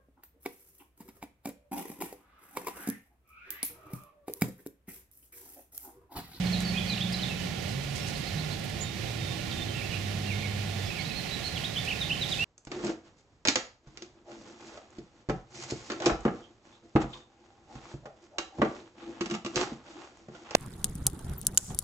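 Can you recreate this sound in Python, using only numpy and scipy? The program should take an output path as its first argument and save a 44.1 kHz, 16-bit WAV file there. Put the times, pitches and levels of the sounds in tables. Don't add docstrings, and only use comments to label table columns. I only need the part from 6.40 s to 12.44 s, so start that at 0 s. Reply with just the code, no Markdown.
import sys
import numpy as np
from scipy import signal
from scipy.fft import rfft, irfft, next_fast_len
from scipy.io import wavfile

SR = 44100
rng = np.random.default_rng(int(sys.argv[2]) if len(sys.argv) > 2 else 0)


def to_wav(sig):
    pcm = np.clip(np.atleast_2d(sig), -1, 1) * 32767
    pcm = np.round(pcm).astype(np.int16)
    wavfile.write(sys.argv[1], SR, pcm.T)


N = 266540
TIME = np.arange(N) / SR


def from_db(db):
    return 10 ** (np.asarray(db) / 20)


def rms_one(x):
    return x / np.sqrt(np.mean(x ** 2) + 1e-20)


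def in_time(rows):
    seconds, *columns = np.transpose(rows)
    return [np.interp(TIME, seconds, column) for column in columns]


def at_hz(rows, hz):
    points, *columns = np.transpose(rows)
    return [np.interp(np.log(hz + 1), np.log(points), column) for column in columns]


def drift(rate):
    size = next_fast_len(N, True)
    hz = np.fft.rfftfreq(size, 1 / SR)
    spectrum = rfft(rng.standard_normal(size)) * np.exp(-(hz / rate) ** 2)
    return rms_one(irfft(spectrum, size)[:N])


def span(start, length):
    at = np.flatnonzero((TIME >= start) & (TIME < start + length))
    return at, (TIME[at] - start) / length


# (multiple of the fundamental, level/dB)
HARMONICS = [(1, 1.5), (2, -28), (3, -31), (4, -27)]


def hum(fundamental_hz, waver):
    unsteady_hz = fundamental_hz * (1 + waver * drift(24.6))
    phase = 2 * np.pi * np.cumsum(unsteady_hz) / SR
    out = np.zeros(N)
    for multiple, level_db in HARMONICS:
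        out += from_db(level_db) * np.sin(multiple * phase + rng.uniform(0, 2 * np.pi))
    return np.sqrt(2) * out


def flight(track, trim_db, fade_s):
    beat_hz, level_db = in_time(track)
    outside_s = np.maximum(track[0][0] - TIME, TIME - track[-1][0])
    fade = np.clip(1 - outside_s / fade_s, 0, 1)
    return from_db(level_db + trim_db) * fade * hum(beat_hz, waver=0.0026)


# (t/s, wingbeat f/Hz, level/dB before the flight's trim)
HIGH_FLIGHT = [(0.0, 180.9, -27.5), (0.56, 181.2, -39), (0.688, 181, -32), (0.878, 181.7, -43),
               (1.072, 179.8, -35.5), (1.1, 179.6, -54)]
RISING_FLIGHT = [(1.27, 138.2, -45), (1.362, 137.7, -32.5), (1.688, 145.1, -42), (1.81, 148, -31),
                 (1.82, 147.7, -56)]
TAKE_OFF = [(1.96, 152.9, -43), (1.974, 153, -31), (2.17, 151.5, -39)]
LOW_FLIGHT = [(2.62, 116.3, -43), (2.712, 116, -36), (2.858, 116.6, -37), (2.972, 111, -41),
              (3.226, 112.4, -52), (3.292, 105.2, -34), (3.396, 102.4, -49.5), (3.552, 98.56, -38),
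              (3.986, 100.7, -33.5), (4.308, 99.5, -36), (4.448, 97.1, -34), (4.48, 97, -51)]


def bees():
    wings = flight(HIGH_FLIGHT, trim_db=-.5, fade_s=.07)
    wings += flight(RISING_FLIGHT, trim_db=-4.0, fade_s=0.075)
    wings += flight(TAKE_OFF, trim_db=-2.5, fade_s=.04)
    wings += flight(LOW_FLIGHT, trim_db=-1.0, fade_s=0.059)
    return np.outer(from_db([-3, 0]), wings)


FALL_CURVE = 2.5


def fall(u):
    return u ** FALL_CURVE


def slide(u):
    return u


SWOOP_SHARE = .7


def swoop(u):
    return np.sin(np.pi / 2 * np.minimum(u / SWOOP_SHARE, 1)) ** 2


DIP_TURN, DIP_BACK = .36, .78
DIP_REST = .22


def dip(u):
    recovery = np.sin(np.pi / 2 * (u - DIP_TURN) / (DIP_BACK - DIP_TURN))
    return np.where(u < DIP_TURN, u / DIP_TURN, 1 - (1 - DIP_REST) * recovery)


def arch(u):
    return np.sin(np.pi * u)


CHIP_CURVE = 1.45


def chip(u):
    return u ** CHIP_CURVE


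LOUDEST = .57


def whistles(syllables, flutter_db, waver, peakiness):
    out = np.zeros(N)
    flutter = from_db(flutter_db * drift(220))
    wobble = 1 + waver * drift(230)
    for contour, notes in syllables:
        for start, length, from_hz, to_hz, level_db in notes:
            at, u = span(start, length)
            hz = (from_hz + (to_hz - from_hz) * contour(u)) * wobble[at]
            tone = np.sin(2 * np.pi * np.cumsum(hz) / SR)
            swell = np.sin(np.pi / 2 * np.interp(u, [0, LOUDEST, 1], [0, 1, 0]))
            out[at] += from_db(level_db) * rms_one(swell ** peakiness * flutter[at] * tone)
    return out


def foliage(x, t60, count):
    ears = []
    for ear in range(2):
        delay_s = rng.uniform(0.0036, .5, count)
        size = rng.standard_normal(count)
        echoes = np.zeros(SR)
        echoes[(delay_s * SR).astype(int)] = size * from_db(-60 * delay_s / t60)
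        ears.append(signal.fftconvolve(x, echoes / np.linalg.norm(echoes))[:N])
    return np.array(ears)


# (t/s, length/s, first f/Hz, f/Hz the contour heads for, level/dB before the ear gains)
FALLS = [(.118, .042, 4400, 3050, -39), (.238, .037, 4680, 4000, -41.5), (.275, .027, 4480, 4200, -40),
         (.515, .035, 4000, 2700, -39), (.57, .02, 3000, 2100, -41), (5.153, .036, 3430, 2100, -40),
         (5.603, .041, 3850, 3020, -34.3), (5.806, .044, 3980, 3000, -33.5),
         (5.906, .044, 3920, 2480, -33.7)]
SLIDES = [(.052, .028, 3850, 4500, -44), (.158, .025, 3700, 4000, -41), (.362, .036, 2880, 3700, -37),
          (.472, .022, 3750, 5100, -45), (.594, .041, 2900, 3880, -36), (.718, .017, 4100, 5450, -43.5),
          (.788, .02, 2870, 3250, -42), (.815, .032, 4650, 3250, -37), (5.466, .036, 2130, 3280, -35),
          (5.498, .024, 3200, 2100, -35), (5.516, .02, 3150, 2300, -37.5), (5.978, .077, 2520, 2920, -31)]
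SWOOPS = [(.49, .027, 4750, 3990, -36), (.729, .027, 5450, 3950, -37), (5.233, .035, 2900, 3830, -36.5)]
DIPS = [(5.35, .054, 3720, 2980, -35), (5.69, .052, 3250, 2520, -31.5)]
# (t/s, level/dB)
COVER = [(1, 1.5), (5, -2)]
# (delay t/s, left level/dB, right level/dB), on top of the cover
REFLECTIONS = [(.023, -13, -9), (.047, -15, -8)]


def near_bird():
    syllables = [(fall, FALLS), (slide, SLIDES), (swoop, SWOOPS), (dip, DIPS)]
    song = whistles(syllables, flutter_db=2.3, waver=.005, peakiness=1.1)
    direct = np.outer(from_db([-1.5, 3]), song)
    returned = song * from_db(in_time(COVER)[0])
    reflected = np.zeros((2, N))
    for delay_s, *ears_db in REFLECTIONS:
        late = np.interp(TIME - delay_s, TIME, returned, left=0)
        reflected += np.outer(from_db(ears_db), late)
    tail = from_db([[-10], [-.5]]) * foliage(returned, t60=.7, count=600)
    return direct + reflected + tail


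# (t/s, length/s, first f/Hz, f/Hz the contour heads for, level/dB before the ear gains)
FAR_DIPS = [(3.392, .075, 2880, 2200, -48.5), (3.512, 0.069, 2903, 2356, -47)]
FAR_SWOOPS = [(3.106, .029, 4740, 3150, -47), (3.883, .075, 2850, 2150, -46), (4.018, .06, 2490, 2165, -47),
              (4.495, 0.039, 2680, 2480, -48), (4.55, .075, 2830, 2173, -47.5),
              (4.693, 0.036, 2650, 2530, -49.5), (.486, .06, 2540, 2400, -49.5),
              (.895, .045, 2740, 2596, -47.5)]
# (t/s, length/s, top f/Hz, level/dB before the ear gains)
ARCHES = [(.03, 0.034, 2240, -57), (0.339, 0.057, 2530, -44.5), (.975, .06, 2980, -55),
          (1.59, 0.056, 5550, -56.5), (3.339, 0.06, 2744, -49), (3.494, 0.056, 2945, -54),
          (3.85, 0.053, 2790, -51.5), (4.748, .06, 4330, -47), (4.907, 0.047, 4005, -46),
          (5.033, 0.064, 4350, -45), (5.036, 0.057, 4140, -49)]
ARCH_DEPTH = 0.078
# (t/s, first f/Hz, level/dB before the ear gains)
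CHIPS = [(1.747, 4070, -51.5), (1.863, 4000, -50.5), (1.978, 3800, -49), (2.106, 3900, -49.5),
         (4.45, 4880, -53), (4.592, 4100, -49), (4.64, 3650, -49), (4.699, 3760, -50), (4.876, 4050, -54)]
CHIP_S, CHIP_RISE = 0.0304, 0.184
# (t/s, length/s, first f/Hz, level/dB before the ear gains)
PIPES = [(2.44, 0.063, 3710, -53.5), (2.77, 0.18, 3720, -54.5), (3.115, .04, 3680, -52),
         (3.169, .07, 3607, -48.5), (3.268, .06, 3130, -54), (3.92, .1, 3640, -59), (4.26, .3, 3620, -59)]
PIPE_SAG_HZ_PER_S = 660


def far_birds():
    arches = [(s, length, top * (1 - ARCH_DEPTH), top, db) for s, length, top, db in ARCHES]
    chips = [(s, CHIP_S, hz, hz * (1 + CHIP_RISE), db) for s, hz, db in CHIPS]
    pipes = [(s, length, hz, hz - PIPE_SAG_HZ_PER_S * length, db) for s, length, hz, db in PIPES]
    syllables = [(dip, FAR_DIPS), (swoop, FAR_SWOOPS), (arch, arches), (chip, chips), (slide, pipes)]
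    song = whistles(syllables, flutter_db=1.0, waver=.002, peakiness=.45)
    echoes = from_db([[-6], [6.5]]) * foliage(song, t60=0.57, count=700)
    return np.outer(from_db([-2, 9.3]), song) + echoes


# (t/s, length/s, first f/Hz, lowest f/Hz, level/dB before the ear gains)
HIGH_CALL = [(2.4, 0.045, 7330, 6700, -33.5)]


def high_call():
    call = whistles([(dip, HIGH_CALL)], flutter_db=0.0, waver=.012, peakiness=0.81)
    echoes = from_db([[-19], [-10]]) * foliage(call, t60=.22, count=200)
    return np.outer(from_db([-20, -2]), call) + echoes


# (t/s, length/s, level/dB before the ear gains, tilt/dB per octave above 1 kHz)
RUSTLES = [(.204, .0076, -38.5, 4), (.213, .02, -42.5, 3), (0.724, 0.017, -43, 2), (1.28, 0.072, -45, -9),
           (1.429, .035, -49, -2), (1.55, .068, -43, -6), (1.661, 0.071, -40, -7), (1.775, .045, -48, 2),
           (2.19, .015, -49, 9), (2.238, .028, -46, 14), (2.295, .01, -48, 7), (5.052, 0.083, -45, -8),
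           (5.443, .036, -47, -1), (5.885, 0.21, -41.5, -13)]
# (f/Hz, relative level/dB per Hz)
RUSTLE_COLOUR = [(600, -35), (2000, -25), (4500, 10), (7500, 9.5), (11000, 3.5), (15500, -14)]
RUSTLE_ATTACK = 0.44


def rustles(grain_db):
    out, size = np.zeros((2, N)), SR // 4
    hz = np.fft.rfftfreq(size, 1 / SR)
    colour_db, = at_hz(RUSTLE_COLOUR, hz)
    octaves = np.log2(np.maximum(hz, 1000))
    snaps = rms_one(rng.standard_normal((2, N)) * from_db(grain_db * drift(500)))
    for start, length, level_db, tilt_db in RUSTLES:
        at, u = span(start, length)
        colour = rms_one(from_db(colour_db + tilt_db * octaves))
        burst = irfft(rfft(snaps[:, at], size) * colour, size)[:, :len(at)]
        out[:, at] += from_db(level_db) * np.sin(np.pi * u ** RUSTLE_ATTACK) * burst
    return from_db([[-2.5], [1.5]]) * out


# (t/s, length/s, f/Hz, level/dB before the overtone and ear gains)
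FAR_DRONES = [(-0.27, 1.38, 205, -42), (-0.55, 1.14, 56, -46), (-0.44, 1.83, 124, -43), (2, 2.1, 333, -51),
              (3.5, 0.974, 204, -43)]
DRONE_FADE = 0.76


def far_drones():
    out = np.zeros(N)
    for start, length, hz, level_db in FAR_DRONES:
        at, u = span(start, length)
        swell = np.abs(np.sin(np.pi * u)) ** DRONE_FADE
        out[at] += from_db(level_db) * swell * hum(hz, waver=0.01823)[at]
    return np.outer(from_db([-3, 0]), out)


# (f/Hz, relative level/dB per Hz)
AIR = [(20, -22), (55, -8), (95, 0), (165, -0.5), (270, -9), (450, -10), (780, -9), (1100, -17),
       (1750, -13.5), (2400, -12), (4000, -14.5), (6000, -21.5), (8500, -29), (14500, -35.5), (15700, -44)]
# (centre f/Hz, width f/Hz, level/dB)
HOLLOWS = [(492, 17, -6), (642, 14, -13.5), (913, 70, -7.5), (1003, 39, -4.5), (1176, 28, -7),
           (1296, 60, -8.5), (1560, 71, -9)]
# (f/Hz, left-right likeness 0-1, left ear level/dB relative to the right)
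IMAGE = [(60, 0.97, -3), (176, 0.75, -5), (288, 0, -5.5), (620, .1, -11.5), (1300, 0.32, -7.5),
         (3000, 0.4, -13.5), (8200, 0.26, -9.5), (10900, 0, -22), (15000, .3, -16)]
# (t/s, rumble level/dB, hiss level/dB before its flicker)
SWELL = [(0, -34, -35), (.6, -36.5, -35.5), (1.2, -35, -35.5), (2.3, -36, -36), (3.3, -35, -35.5),
         (4.2, -36, -36.5), (5, -37, -35.5), (6.04, -36, -35)]


def open_air(split_hz, flicker_db):
    hz = np.fft.rfftfreq(N, 1 / SR)
    colour_db, = at_hz(AIR, hz)
    for centre, width, db in HOLLOWS:
        colour_db = colour_db + db * np.exp(-((hz - centre) / width) ** 2)
    right, other = rfft(rng.standard_normal((2, N))) * from_db(colour_db)
    alike, left_db = at_hz(IMAGE, hz)
    alike = np.clip(alike, 0, 1)
    left = from_db(left_db) * (alike * right + np.sqrt(1 - alike ** 2) * other)
    both = np.array([left, right])
    low_share = 1 / (1 + (hz / split_hz) ** 4)
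    rumble, hiss = irfft(both * low_share, N), irfft(both * (1 - low_share), N)
    rumble_db, hiss_db = in_time(SWELL)
    hiss_db = hiss_db + flicker_db * drift(6.5)
    return from_db(rumble_db) * rumble / rumble[1].std() + from_db(hiss_db) * hiss / hiss[1].std()


def scene():
    birds = near_bird() + far_birds() + high_call()
    background = far_drones() + open_air(split_hz=460, flicker_db=0.6)
    return bees() + birds + rustles(grain_db=3.0) + background


CUTOFF_HZ = 15750


def record(dry):
    low_pass = signal.ellip(12, .1, 90, CUTOFF_HZ, fs=SR, output="sos")
    return signal.sosfilt(low_pass, dry)


dry = scene()
out = record(dry)
to_wav(out)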